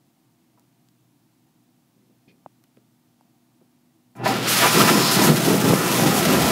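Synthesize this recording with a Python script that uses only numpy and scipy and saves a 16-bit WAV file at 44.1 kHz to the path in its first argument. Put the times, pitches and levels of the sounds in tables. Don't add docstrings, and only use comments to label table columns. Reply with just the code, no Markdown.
import sys
import numpy as np
from scipy import signal
from scipy.fft import rfft, irfft
from scipy.io import wavfile
from scipy.ndimage import uniform_filter1d

SR = 44100
rng = np.random.default_rng(int(sys.argv[2]) if len(sys.argv) > 2 else 0)


def output_pcm(signal):
    pcm = np.clip(np.atleast_2d(signal).T, -1, 1) * 32767
    wavfile.write(sys.argv[1], SR, np.round(pcm).astype(np.int16))


N = 287091
TIME = np.arange(N) / SR
FREQ_HZ = np.fft.rfftfreq(N, 1 / SR)


def undb(db):
    return 10 ** (np.asarray(db) / 20)


def level(x, db=0):
    return x * undb(db) / np.sqrt(np.mean(x ** 2))


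def curve(rows, column=1, before=None):
    rows = np.array(rows, float)
    return np.interp(TIME, rows[:, 0], rows[:, column], left=before)


def band(x, low_hz, high_hz, order=2):
    return signal.sosfilt(signal.butter(order, [low_hz, high_hz], "bandpass", fs=SR, output="sos"), x)


def colour(x, spectrum):
    hz, db = np.transpose(spectrum)
    return irfft(rfft(x) * undb(np.interp(np.log(FREQ_HZ + 1), np.log(hz), db)), N)


def ring(x, modes):
    return sum(undb(db) * signal.lfilter(*signal.iirpeak(hz, hz / width, fs=SR), x)
               for hz, width, db in modes)


def walk(rate_hz):
    hold = int(SR / rate_hz)
    steps = np.repeat(rng.standard_normal(N // hold + 1), hold)
    return 1.63 * uniform_filter1d(uniform_filter1d(steps, hold), hold)[:N]


def drops(per_s, spread_db):
    chance = np.clip(per_s / SR, 1e-4, 1) * np.ones(N)
    hits = np.flatnonzero(rng.random(N) < chance)
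    size = undb(spread_db * np.minimum(rng.exponential(size=N)[hits], 5))
    out = np.zeros(N)
    out[hits] = size * rng.standard_normal(N)[hits] / np.sqrt(chance[hits])
    return level(out)


def steady(x, window_s):
    return x / np.sqrt(uniform_filter1d(x ** 2, int(window_s * SR)) + 1e-12)


def swell(start_s, length_s, attack_s, release_s):
    age = TIME - start_s
    return np.clip(age / attack_s, 0, 1) * np.exp(-np.maximum(age - length_s, 0) / release_s)


def powers(events, attack_s, release_s):
    return np.array([(undb(db) * swell(t, length, attack_s, release_s)) ** 2
                     for t, length, db, *_ in events])


# f/Hz, level/dB
KITCHEN_SPECTRUM = [(20, -32), (50, -28), (90, -16), (125, 2.5), (180, -1), (240, -1.5), (330, 0.5),
                    (390, -14), (560, -17.5), (900, -17), (1400, -22.5), (4000, -24), (9000, -26.5),
                    (15500, -26)]
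# f/Hz, width/Hz, level/dB
CAVITY_MODES = [(693, 21, 3.5), (777, 11, 4), (904, 35, -1.5), (1015, 20, -20), (1175, 8.6, -3.5)]
def kitchen():
    room = level(colour(rng.standard_normal(N), KITCHEN_SPECTRUM), db=-63.5)
    cavity = level(ring(rng.standard_normal(N), CAVITY_MODES), db=-77.5)
    return room + cavity * undb(1.5 * walk(4.26))


# harmonic, level/dB, growth/(dB/s)
HUM_PARTIALS = [(1, -92, -0.5), (2, -73, -0.36), (4, -74.5, 2)]
def motor(mains_hz=61, start_s=4.15, rise_s=0.096, pump_db=-36.5, surge_db=10):
    phase = 2 * np.pi * np.cumsum(mains_hz * (1 + 0.0032 * walk(4.93))) / SR
    hum = sum(np.sin(k * phase) * undb(db + growth * TIME + 0.37 * walk(3.45))
              for k, db, growth in HUM_PARTIALS)
    running = np.clip((TIME - start_s) / rise_s, 0, 1)
    surge = swell(start_s, rise_s, rise_s, release_s=0.046)
    pump = np.sin(2 * phase) * running * undb(pump_db + surge_db * surge + 2 * walk(27))
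    return np.sqrt(2) * (hum + pump)


# f/Hz, width/Hz, level/dB
RACK_MODES = [(680, 40, -7), (2220, 54, -4), (2450, 90, 2), (3200, 440, -12), (4270, 200, -14)]
PANEL_MODES = [(122, 16, -9), (162, 26, 1.2), (204, 20, 2.8), (246, 40, -3), (298, 45, -4), (365, 26, 0),
               (425, 40, -9.5), (486, 30, -7)]
# t/s, length/s, level/dB
RACK_CREAK = [(2.279, 0.022, -59.5)]
CABINET_SHIFTS = [(1.96, 0.17, -65), (2.277, 0.047, -56), (2.36, .05, -67), (2.77, 0.014, -60.5)]
def creak():
    rack = level(band(ring(drops(2500, 1), RACK_MODES), 500, 5600, order=3))
    cabinet = level(band(ring(drops(900, 0.85), PANEL_MODES), 140, 380))
    rack_power = powers(RACK_CREAK, attack_s=0.002, release_s=0.017).sum(axis=0)
    cabinet_power = powers(CABINET_SHIFTS, attack_s=0.002, release_s=0.04).sum(axis=0)
    return rack * np.sqrt(rack_power) + cabinet * np.sqrt(cabinet_power)


# t/s, level/dB, f/Hz, t60/s, splatter/0-1, tick level/dB
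DRIP_HITS = [(.574, -51, 970, 0.13, 0.45, -75), (.596, -52, 12000, .003, 0.9, -46),
             (.887, -51, 4830, .005, 0.2, -48), (2.096, -52, 420, 0.1, 1, -75),
             (2.461, -26.5, 725, 0.0053, 0.32, -70), (2.462, -38, 260, .02, 0.36, -80),
             (2.639, -55, 3000, 0.03, 0.7, -44), (2.77, -52, 2600, 0.011, 0.7, -58),
             (2.771, -43.5, 332, 0.027, 0.75, -75), (3.21, -46.5, 775, 0.0072, 0.1, -49),
             (3.246, -58, 180, .05, 0.4, -80), (3.611, -51, 480, 0.12, 1, -75)]
def drips(tick_t60_s=0.004):
    out, age = np.zeros(N), TIME[:SR // 6]
    for t, db, hz, t60, splatter, tick_db in DRIP_HITS:
        rough = level(band(rng.standard_normal(len(age)), hz / 2.6, hz * 1.07))
        swing = (1 - splatter) * np.sin(2 * np.pi * hz * age) + splatter * rough
        onset = (1 - np.exp(-age * hz / 0.36)) ** 2
        plop = swing * onset * undb(-60 * age / t60)
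        tick = rng.standard_normal(len(age)) * undb(-60 * age / tick_t60_s)
        drip = undb(db) * plop / np.abs(plop).max() + undb(tick_db) * tick / np.abs(tick).max()
        start = int(t * SR)
        out[start:start + len(age)] += drip
    return band(out, 160, 16000)


# t/s, peak level/dB, contact/s
SLUG_HITS = [(4.914, -8.5, 0.0024), (5.295, -4, 0.0059), (5.301, -7.5, 0.004), (5.7, -8.5, 0.0018),
             (5.736, -3, 0.00021), (6.064, -10.5, 0.00052)]
def slaps(t60_s=0.16):
    out, age = np.zeros(N), TIME[:SR // 6]
    for t, db, contact_s in SLUG_HITS:
        push = age / contact_s * np.exp(-np.pi * age / contact_s)
        thud = band(ring(push, PANEL_MODES), 131, 5000, order=3) * undb(-60 * age / t60_s)
        start = int(t * SR)
        out[start:start + len(age)] += undb(db) * thud / np.abs(thud).max()
    return out


# t/s, level/dB
SUMP_CHURN = [(4.2, -61), (5.7, -64), (6.2, -52), (6.43, -36), (6.51, -40)]
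def churn(flow_per_s):
    rumble = steady(band(drops(flow_per_s / 6, 1.5), 65, 94), window_s=0.1)
    return rumble * undb(curve(SUMP_CHURN, before=-150))


# f/Hz, level/dB
SUMP_SPECTRUM = [(20, -29), (50, -26), (75, -14), (110, -16), (170, 4), (350, 0), (600, -9), (1200, -11),
                 (4000, -80)]
def sump_rumble(flow_per_s):
    return level(colour(drops(flow_per_s / 6, 1.5), SUMP_SPECTRUM))


# t/s, drumming level/dB, tub level/dB, rumble re panels/dB, bass tilt/(dB/octave)
WASH_LEVELS = [(4.153, -49, -52, -9, 8), (4.215, -32.5, -36.5, -5, -.5), (4.3, -23.3, -23, -14, -0.5),
               (4.42, -28.5, -33.5, -3, -1), (4.6, -29, -25, -4, -4.5), (4.8, -27.5, -22, -5.5, 0.5),
               (5.38, -23, -29, -14, 2.5), (5.8, -23.5, -26.5, -6, 0.5), (6.51, -20.5, -23.5, -3.5, -0.5)]
# t/s, length/s, level/dB
SWEEPS = [(4.62, 0.018, -21), (4.745, 0.092, -16), (4.895, 0.095, -17.5), (5.16, 0.097, -18.5),
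          (5.27, 0.046, -15.5), (5.46, 0.084, -17), (5.635, 0.053, -17.5), (5.69, 0.012, -15),
          (5.99, 0.094, -19), (6.265, 0.092, -19)]
def drumming(flow_per_s):
    tilt_db = curve(WASH_LEVELS, column=4)
    panels = sum(ring(drops(flow_per_s / 6, 0.95), [mode]) * undb(tilt_db * np.log2(260 / mode[0]))
                 for mode in PANEL_MODES)
    rumble = sump_rumble(flow_per_s) * undb(curve(WASH_LEVELS, column=3))
    thrum = level(band(panels, 115, 670, order=3)) + rumble
    wash_power = undb(curve(WASH_LEVELS, before=-150)) ** 2
    sweep_power = powers(SWEEPS, attack_s=0.0085, release_s=0.049).sum(axis=0)
    return steady(thrum, window_s=0.0302) * np.sqrt(wash_power + sweep_power)


# f/Hz, width/Hz, level/dB
TUB_MODES = [(545, 40, -1.5), (628, 32, 1), (683, 20, 4), (715, 20, -1), (779, 14, 4), (841, 16, 2),
             (935, 50, -4.5), (1002, 24, 2.5), (1062, 14, -3.5), (1187, 26, -.5), (1260, 16, 1),
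             (1330, 42, 0), (1380, 20, -1.5), (1444, 14, -3), (1587, 30, -5), (1745, 22, -1),
             (1830, 40, -8), (1928, 38, -2), (1990, 60, -8), (2200, 80, -9), (2361, 32, -4), (2486, 32, -4),
             (2682, 43, -5)]
# t/s, length/s, level/dB, favoured f/Hz
STRIKES = [(4.25, 0.024, -17.5, 640), (4.286, 0.041, -28.5, 1650), (4.614, 0.058, -16, 1240),
           (4.792, 0.029, -17.5, 1300), (4.867, 0.03, -15, 1430), (5.179, 0.12, -23, 900),
           (5.462, 0.048, -28, 670), (5.688, 0.012, -24, 670), (6.337, 0.017, -19.5, 710),
           (6.502, 0.028, -30, 840)]
def tub_ringing(flow_per_s, centre_hz=835, favour_db=6, favour_width_oct=0.24):
    wash_power = undb(curve(WASH_LEVELS, column=2, before=-150)) ** 2
    strike_powers = powers(STRIKES, attack_s=0.012, release_s=0.006)
    power = wash_power + strike_powers.sum(axis=0)
    wash_oct = np.log2(centre_hz) + 0.23 * np.log2(flow_per_s / 4500) + 0.22 * walk(12)
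    strike_oct = np.log2([hz for *_, hz in STRIKES])
    favoured_oct = (wash_power * wash_oct + strike_oct @ strike_powers) / power
    streams = [drops(flow_per_s / 2, 2) for _ in range(4)]
    tub = np.zeros(N)
    for k, mode in enumerate(TUB_MODES):
        nearness = np.exp(-((np.log2(mode[0]) - favoured_oct) / favour_width_oct) ** 2)
        tub += ring(streams[k % len(streams)], [mode]) * undb(favour_db * nearness + 2 * walk(14))
    return steady(band(tub, 400, 2750), window_s=0.043) * np.sqrt(power)


# f/Hz, width/Hz, level/dB
SIZZLE_MODES = [(3480, 65, -1), (4200, 660, -2.5), (4550, 240, -4.5), (4790, 57, 0.5), (4960, 140, 2),
                (5270, 140, 3.5), (7050, 220, -2)]
def rack_sizzle(flow_per_s, splash_db, pass_s=5.08, half_width_s=0.17, depth_db=10.5):
    wires = sum(ring(drops(flow_per_s / 3, 1.8), [mode]) * undb(1.5 * walk(17)) for mode in SIZZLE_MODES)
    on_rack = np.exp(-((TIME - pass_s) / half_width_s) ** 2)
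    return level(band(wires, 2100, 8000)) * undb(splash_db + depth_db * (on_rack - 1))


def spurts(per_s=30, decay_s=0.0097, kick_db=1.76):
    kicks = (rng.random(N) < per_s / SR) * rng.uniform(0.5, 2, N)
    surge = signal.lfilter([1], [1, -np.exp(-1 / (decay_s * SR))], kicks)
    return steady(undb(kick_db * np.minimum(surge, 2)), window_s=0.067)


def gusty(steady_db, gusts):
    return np.sqrt(undb(steady_db) ** 2 + powers(gusts, attack_s=0.011, release_s=0.013).sum(axis=0))


# f/Hz, level/dB
SPLASH_SPECTRUM = [(150, -50), (500, -32), (1200, 4), (2200, 2), (3300, 3), (4000, 1), (5300, -2),
                   (6100, -10), (7500, -14), (9500, -15.5), (15000, -21.5)]
MIST_SPECTRUM = [(3000, -51), (6000, -0.5), (8000, -2), (9300, -2.5), (10800, -0.5), (12400, -3),
                 (13400, -2), (15700, -8)]
# t/s, length/s, level/dB
NOZZLE_PUFF = [(4.153, 0.014, -58)]
# t/s, length/s, splash level/dB, mist level/dB
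SPRAY_GUSTS = [(4.472, 0.038, -25, -25), (4.65, 0.018, -27.5, -21.5), (4.774, 0.052, -27, -24.5),
               (4.87, 0.038, -26, -24.5), (5.101, 0.06, -40, -24), (5.212, .05, -26, -24.5),
               (5.666, 0.028, -33, -28), (6.054, 0.026, -23.5, -36), (6.161, 0.027, -26, -27),
               (6.233, 0.021, -25.5, -27)]
def spray(flow_per_s, splash_db, fizz_s=0.012, primed_s=4.485, priming_s=0.012):
    impacts = drops(flow_per_s, 2.5)
    fade = np.exp(-1 / (fizz_s * SR))
    fizz = np.sqrt(signal.lfilter([1 - fade], [1, -fade], impacts ** 2)) * rng.standard_normal(N)
    burst = (impacts + undb(4) * fizz) * spurts()
    primed = np.clip((TIME - primed_s) / priming_s + 0.5, 0, 1)
    primed_offset_db = -2 - 0.5 * (splash_db + 25)
    mist_db = splash_db + primed * primed_offset_db - 13.5 * (1 - primed)
    mist_gusts = NOZZLE_PUFF + [(t, length, db) for t, length, _, db in SPRAY_GUSTS]
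    splash = level(colour(burst, SPLASH_SPECTRUM), db=-0.82) * undb(0.82 * walk(45))
    mist = level(colour(burst, MIST_SPECTRUM), db=-1.2) * undb(0.87 * walk(25))
    return splash * gusty(splash_db, SPRAY_GUSTS) + mist * gusty(mist_db, mist_gusts)


# t/s, drop rate/(1/s), splash level/dB
ARM_FLOW = [(4.153, 3700, -68), (4.23, 2200, -57), (4.25, 2300, -29), (4.285, 1830, -24.5),
            (4.4, 1770, -35), (4.455, 4000, -27), (4.495, 12800, -21), (4.7, 12400, -20),
            (4.87, 11100, -21.5), (4.96, 11700, -24.5), (5.295, 11400, -24.3), (5.318, 4000, -30.5),
            (5.52, 4500, -27), (5.75, 4470, -29.5), (6.03, 4440, -26.7), (6.51, 4640, -27)]
def jets():
    flow_per_s = curve(ARM_FLOW)
    splash_db = curve(ARM_FLOW, column=2, before=-150)
    body = drumming(flow_per_s) + churn(flow_per_s) + tub_ringing(flow_per_s)
    return body + spray(flow_per_s, splash_db) + rack_sizzle(flow_per_s, splash_db)


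def scene():
    return (jets() + slaps() + drips() + creak() + motor() + kitchen())[None]


def record(dry, ceiling=0.9, top_hz=15700):
    rounded = dry / (1 + (dry / ceiling) ** 4) ** (1 / 4)
    return signal.sosfilt(signal.ellip(14, 0.2, 90, top_hz, fs=SR, output="sos"), rounded)


dry = scene()
out = record(dry)
output_pcm(out)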